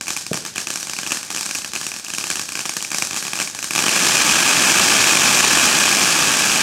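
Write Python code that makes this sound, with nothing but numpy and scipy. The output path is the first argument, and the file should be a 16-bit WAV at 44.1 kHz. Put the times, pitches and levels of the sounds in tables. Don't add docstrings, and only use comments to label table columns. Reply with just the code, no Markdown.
import sys
import numpy as np
from scipy import signal
from scipy.fft import rfft, irfft
from scipy.io import wavfile
from scipy.ndimage import uniform_filter1d

SR = 44100
rng = np.random.default_rng(int(sys.argv[2]) if len(sys.argv) > 2 else 0)


def int16_out(signal):
    q = np.round(np.clip(np.atleast_2d(signal).T, -1, 1) * 32767)
    wavfile.write(sys.argv[1], SR, q.astype(np.int16))


N = 291942
T = np.arange(N) / SR
POP_S = 0.003
KNOCK_SPREAD_DB = 1.7


def from_db(db):
    return 10 ** (np.asarray(db) / 20)


def unit_energy(x):
    return x / np.sqrt(np.sum(x ** 2) + 1e-20)


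def through(x, response):
    return signal.oaconvolve(x, response)[:N]


def clicks(times, sizes):
    samples = np.clip(times * SR, 0, N).astype(int)
    return np.bincount(samples, sizes, N + 1)[:N]


def noise(spectrum, size):
    hz, level_db = np.transpose(spectrum)
    bins = np.maximum(np.fft.rfftfreq(size, 1 / SR), 1)
    gain = from_db(np.interp(np.log(bins), np.log(hz), level_db))
    gain = gain * np.minimum(bins / hz[0], 1)
    shaped = irfft(rfft(rng.standard_normal(size)) * gain, size)
    return unit_energy(shaped) * np.sqrt(size)


def resonances(modes, size, pitch=1):
    out, impulse = 0, signal.unit_impulse(size)
    for k, (hz, width_hz, level_db) in enumerate(modes):
        radius = np.exp(-np.pi * width_hz / SR)
        angle = 2 * np.pi * hz * pitch / SR
        ring = signal.lfilter([1, 0, -1], [1, -2 * radius * np.cos(angle), radius ** 2], impulse)
        out = out + (-1) ** k * from_db(level_db) * (1 - radius ** 2) * ring
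    return unit_energy(out)


def diffuse(times, sizes, power_shape, spectrum):
    power = through(clicks(times, sizes ** 2), power_shape / power_shape.sum())
    return np.sqrt(np.maximum(power, 0)) * noise(spectrum, size=N)


def vigour(times):
    # (time [s], level [dB])
    burn_curve = [(0.0, -38), (0.37, -40), (1.01, -35), (2.04, -37), (2.34, -34), (2.73, -37),
                  (3.24, -33.5), (3.63, -36), (3.72, -33.5), (3.93, -21), (4.07, -18.5), (4.31, -18),
                  (4.81, -17.5), (5.22, -17.5), (5.49, -17.5), (6.62, -19.5)]
    full_burn_db = -18
    s, level_db = np.transpose(burn_curve)
    return np.interp(times, s, level_db) - full_burn_db


def night_air(level_db):
    # (frequency [Hz], relative density [dB])
    rumble_spectrum = [(30, -17), (90, -1), (200, -1.5), (800, -21), (6000, -55)]
    return from_db(level_db) * noise(rumble_spectrum, size=N)


def thump(top_hz, tail_db, tail_t60):
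    # (time [s], level [dB])
    arrivals = [(0.312, -8), (0.3428, -19), (0.3766, -27)]
    # (frequency [Hz], width [Hz], level [dB])
    thump_modes = [(158, 59, 2), (297, 200, -4), (440, 72, 0), (635, 83, -6)]
    s, level_db = np.transpose(arrivals)
    muffle = signal.butter(8, top_hz, fs=SR, output="sos")
    boom = signal.sosfilt(muffle, resonances(thump_modes, size=8192))
    direct = through(clicks(s, from_db(level_db)), boom / np.abs(boom).max())
    tail = unit_energy(rng.standard_normal(SR) * from_db(-60 * T[:SR] / tail_t60))
    return direct + from_db(tail_db) * through(direct, tail)


def jet(flutter_db):
    # (frequency [Hz], relative density [dB])
    rush_spectrum = [(25, -57), (50, -14), (80, -11), (150, -2), (300, -2), (600, -9.5), (1500, -30),
                     (4000, -3), (7000, -5), (15500, -48)]
    full_burn_jet_db, follows = -27.5, 0.99
    flutter = noise([(2, 0), (20, -3), (60, -18), (300, -70)], size=N)
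    level_db = full_burn_jet_db + follows * vigour(T) + flutter_db * flutter
    return from_db(level_db) * noise(rush_spectrum, size=N)


def yard(times, sizes, spectrum, build_s, t60, far_db, far_t60, grain_db):
    age = T[:SR]
    fade = np.hypot(from_db(-60 * age / t60), from_db(far_db - 60 * age / far_t60))
    build = 1 - np.exp(-age / build_s)
    grain = noise([(30, 0), (600, 0), (3000, -40)], size=N)
    return diffuse(times, sizes, (fade * build) ** 2, spectrum) * from_db(grain_db * grain)


def scattered_cracks(times, crack):
    # (frequency [Hz], relative density [dB])
    scatter_spectrum = [(60, -18), (160, -4), (330, -3), (500, -3), (870, -2), (1210, -5.5), (1400, 0),
                        (1660, 4), (2020, -3), (2450, 1), (3150, -0.5), (3700, -4), (5000, -33.5)]
    return yard(times, crack, scatter_spectrum, build_s=0.00014, t60=0.19,
                far_db=-9.5, far_t60=0.9, grain_db=2.5)


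def scattered_treble(times, treble):
    # (frequency [Hz], relative density [dB])
    sizzle_spectrum = [(1500, -40), (2600, -30), (3700, -5), (4600, -1.5), (5400, 1), (7200, 0), (8800, -3),
                       (10200, -9.5), (12500, -14.5), (15500, -29)]
    return yard(times, treble, sizzle_spectrum, build_s=0.015, t60=0.21,
                far_db=-40, far_t60=0.68, grain_db=-0.2)


def splash(times, treble, delay_s, spread):
    # (frequency [Hz], relative density [dB])
    splash_spectrum = [(2500, -11.5), (3700, -10.5), (4600, -1.5), (5500, -2), (7200, 2.5), (8800, -2.5),
                       (10200, -8.5), (12500, -18.5), (15500, -38)]
    swell = np.exp(-(np.log(T[1:SR // 50] / delay_s) / spread) ** 2 / 2)
    return diffuse(times, treble, swell, splash_spectrum)


def small_sparks():
    swarm_per_s, swarm_db = 680, -19
    rate_follows, swarm_follows = 0.9, 1.505
    size_spread_db, surge_db = 3, 0.16
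    knock_db = 3.5
    chance, burn_db = rng.random(N), vigour(T)
    size_luck, knock_luck = rng.standard_normal((2, N))
    surge = noise([(2, 0), (8, 0), (30, -40), (300, -120)], size=N)
    per_s = swarm_per_s * from_db(rate_follows * burn_db)
    born = chance < per_s / SR
    size = born * from_db(size_spread_db * np.minimum(size_luck, 2))
    power = uniform_filter1d(size ** 2, size=SR // 40)
    evened = size / np.sqrt(np.maximum(power, per_s / SR))
    size = evened * from_db(swarm_db + swarm_follows * burn_db + surge_db * surge)
    return T[born], size[born], knock_db + KNOCK_SPREAD_DB * knock_luck[born]


def loud_sparks(gain_db):
    # (time [s], level [dB], knock lift [dB])
    big_pops = [(0.01, -24.5, 5.5), (0.0687, -30, 8.5), (0.0807, -23, 8), (0.0904, -32, 11),
                (0.1039, -20.5, 1), (0.1646, -23.5, 8), (0.1716, -26, 6), (0.2646, -29, 6.5),
                (0.331, -19.5, 1.5), (0.3417, -22, 0), (0.373, -25.5, 5), (0.45, -25, 1),
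                (0.4621, -26.5, -12), (0.5583, -23.5, -3), (0.5664, -33.0, 12), (0.5799, -19.5, 6.5),
                (0.6013, -29.5, 5.5), (0.6701, -23, 8), (0.7028, -20.5, 4), (0.757, -23, 4),
                (0.7727, -29, 7), (0.8282, -27.0, 2), (0.8697, -27, 2.5), (0.8958, -24.5, 7.5),
                (0.9336, -25.5, 6), (0.9648, -32, 12), (0.9872, -21, 5.5), (1.0317, -24.5, 3),
                (1.0638, -25, 8.5), (1.0726, -24.5, 1), (1.1069, -24, 8), (1.1188, -16.5, 7.5),
                (1.126, -25.5, 5), (1.1707, -24, 1), (1.2292, -28, 6), (1.303, -24, 4.5), (1.313, -27, 1),
                (1.3468, -22.5, -14), (1.3618, -24.5, 0), (1.3721, -28, 9), (1.3808, -28, 9),
                (1.409, -24, 0), (1.4292, -28, 6), (1.4569, -28, -3), (1.4616, -25, 4), (1.491, -26.0, 2),
                (1.51, -25.0, 8), (1.549, -26, 7), (1.5531, -26, 8.5), (1.5853, -28, -9), (1.618, -33, 9),
                (1.6456, -23.5, 6.5), (1.734, -24, 0), (1.7522, -24, 6.5), (1.7605, -23, 8.5),
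                (1.8127, -24, -8), (1.8307, -28, 3), (1.8656, -23.5, 6), (1.9166, -27.5, 9.5),
                (1.9394, -30, 8), (1.9627, -28.5, 6), (1.9964, -32.5, 3), (2.046, -32.5, 4),
                (2.0655, -41, 19), (2.0826, -28.5, 0), (2.1015, -27, 6), (2.136, -25, -6),
                (2.1483, -30.5, 12), (2.1824, -20.5, 5), (2.2095, -26, 7), (2.2397, -22.5, 7),
                (2.268, -28, 6), (2.3012, -19, 3), (2.3119, -23.5, 8), (2.3556, -25, 8), (2.3695, -24.5, 5),
                (2.3945, -21, 3), (2.414, -29.5, 1), (2.4888, -26.0, 6.5), (2.52, -30.5, 7),
                (2.553, -23.5, 7), (2.5727, -25, 2), (2.591, -22.5, 5), (2.6047, -27.5, 8),
                (2.6539, -21.5, 4), (2.6589, -24, 2), (2.693, -22, 6), (2.7664, -20.5, 3),
                (2.8058, -33, 15), (2.8243, -25.5, -1), (2.8472, -28, 11), (2.9035, -34, 9),
                (2.916, -21, 5), (2.9304, -26.0, 3), (2.945, -19, 6.5), (2.9833, -22, 5),
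                (3.0221, -16.5, 7.5), (3.109, -23, 4), (3.1306, -24, -2), (3.143, -24.5, -1),
                (3.163, -22.5, 5), (3.1712, -23, -11), (3.2251, -24, 6.5), (3.2507, -24, 5),
                (3.2668, -26.5, 7), (3.28, -24.5, 6), (3.3325, -19.5, 6.5), (3.3548, -26, 8),
                (3.3735, -24.5, 0), (3.3887, -24.5, 7), (3.3998, -17.5, 5), (3.41, -25, 9),
                (3.4163, -22, 9), (3.474, -27, 9.5), (3.548, -27, 0), (3.5888, -25, 6.5), (3.6267, -25, 7),
                (3.642, -21.5, -1), (3.7075, -19.5, 7), (3.734, -24, 5), (3.7508, -19.5, 5),
                (3.7594, -15, 4), (3.7786, -15, 4), (3.7897, -13.5, 5.5), (3.8226, -17.5, 6),
                (3.8391, -14, 0), (3.8637, -11.5, 1), (3.8814, -14.5, 5), (3.8912, -24, 13),
                (3.9243, -22, 9), (3.9465, -21, 9), (3.9623, -13.5, 6)]
    s, level_db, knock_db = np.transpose(big_pops)
    return s, from_db(level_db + gain_db) * np.sqrt(POP_S * SR), knock_db


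def fragments(times, sizes, count=2):
    first_s, last_s = 0.006, 0.05
    base_db, spread_db = -12, 2.5
    knock_db = 2.5
    late, size_luck, knock_luck = rng.random((len(times) * count, 3)).T
    piece_s = np.repeat(times, count) + first_s + (last_s - first_s) * late
    piece_db = base_db + spread_db * (2 * size_luck - 1.5)
    piece_size = np.repeat(sizes, count) * from_db(piece_db)
    return piece_s, piece_size, knock_db + KNOCK_SPREAD_DB * (2 * knock_luck - 1)


def coloured(times, sizes, knock_db, puff_db, bright_db=0):
    typical_pop_db = -23
    base_treble_db, treble_spread_db = -2.0, 2
    loss_per_db, smoulder_brightens = 0.2021, 0.18
    treble_luck = np.clip(rng.standard_normal(len(times)), -2, 2)
    bigger_db = 20 * np.log10(sizes / np.sqrt(POP_S * SR)) - typical_pop_db
    treble_db = base_treble_db - loss_per_db * bigger_db
    treble_db = treble_db - smoulder_brightens * vigour(times) + treble_spread_db * treble_luck
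    puff, knock = sizes * from_db(puff_db), sizes * from_db(knock_db)
    return times, puff, sizes, knock, sizes * from_db(treble_db + bright_db)


def pop_parts(puff, crack, knock, treble):
    puff_modes = [(97, 76, -11), (184, 81, -1), (344, 84, -0.5)]
    crack_modes = [(623, 183, 1), (848, 117, 2.5), (1140, 117, 0.5), (1668, 103, 4), (3152, 350, 3.5)]
    knock_modes = [(2449, 243, 1), (2910, 505, -2.5)]
    snap_modes = [(5800, 930, 3), (6770, 1250, -6), (11800, 1500, -11)]
    snap_late_s = 0.0011
    return [(puff_modes, puff * from_db(-13.0), 0),
            (crack_modes, crack * from_db(-1.0), 0),
            (knock_modes, knock * from_db(-7.0), 0),
            (snap_modes, treble * from_db(-6.0), snap_late_s)]


def cracks(times, parts, bounce_s, bounce_spread, bounce_db, pitch_spread, count=4):
    bounced = times + bounce_s * np.exp(bounce_spread * rng.standard_normal(len(times)))
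    pitches = np.exp(pitch_spread * np.linspace(-1, 1, count))
    dealt = rng.integers(0, count, len(times))
    out = 0
    for modes, sizes, late_s in parts:
        for k, pitch in enumerate(pitches):
            own = sizes * (dealt == k)
            straight = clicks(times + late_s, own)
            off_ground = clicks(bounced + late_s, own * from_db(bounce_db))
            out = out + through(straight + off_ground, resonances(modes, size=2048, pitch=pitch))
    return out


def scene():
    pop_s, pop_size, pop_knock_db = loud_sparks(gain_db=0.07)
    big = coloured(pop_s, pop_size, pop_knock_db, puff_db=0.5)
    pieces = coloured(*fragments(pop_s, pop_size), puff_db=1.0, bright_db=2.0)
    small = coloured(*small_sparks(), puff_db=-2.5)
    times, puff, crack, knock, treble = np.hstack([big, pieces, small])

    out = night_air(level_db=-52.5)
    out += thump(top_hz=730, tail_db=-11.5, tail_t60=0.55)
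    out += jet(flutter_db=3.5)
    out += from_db(-4.5) * scattered_cracks(times, crack)
    out += from_db(-0.5) * scattered_treble(times, treble)
    out += from_db(-0.5) * splash(times, treble, delay_s=0.0017, spread=0.4)
    out += cracks(times, pop_parts(puff, crack, knock, treble), bounce_s=0.000773,
                  bounce_spread=0.1, bounce_db=-4.5, pitch_spread=0.045)
    return out[None]


def record(dry):
    ceiling, bass_hz, top_hz = 0.66, 60, 15800
    rounded = dry / (1 + (dry / ceiling) ** 6) ** (1 / 6)
    bass_cut = signal.butter(2, bass_hz, "high", fs=SR, output="sos")
    top_cut = signal.ellip(12, 0.1, 90, top_hz, fs=SR, output="sos")
    thinned = signal.sosfilt(bass_cut, rounded)
    return signal.sosfilt(top_cut, thinned)


dry = scene()
out = record(dry)
int16_out(out)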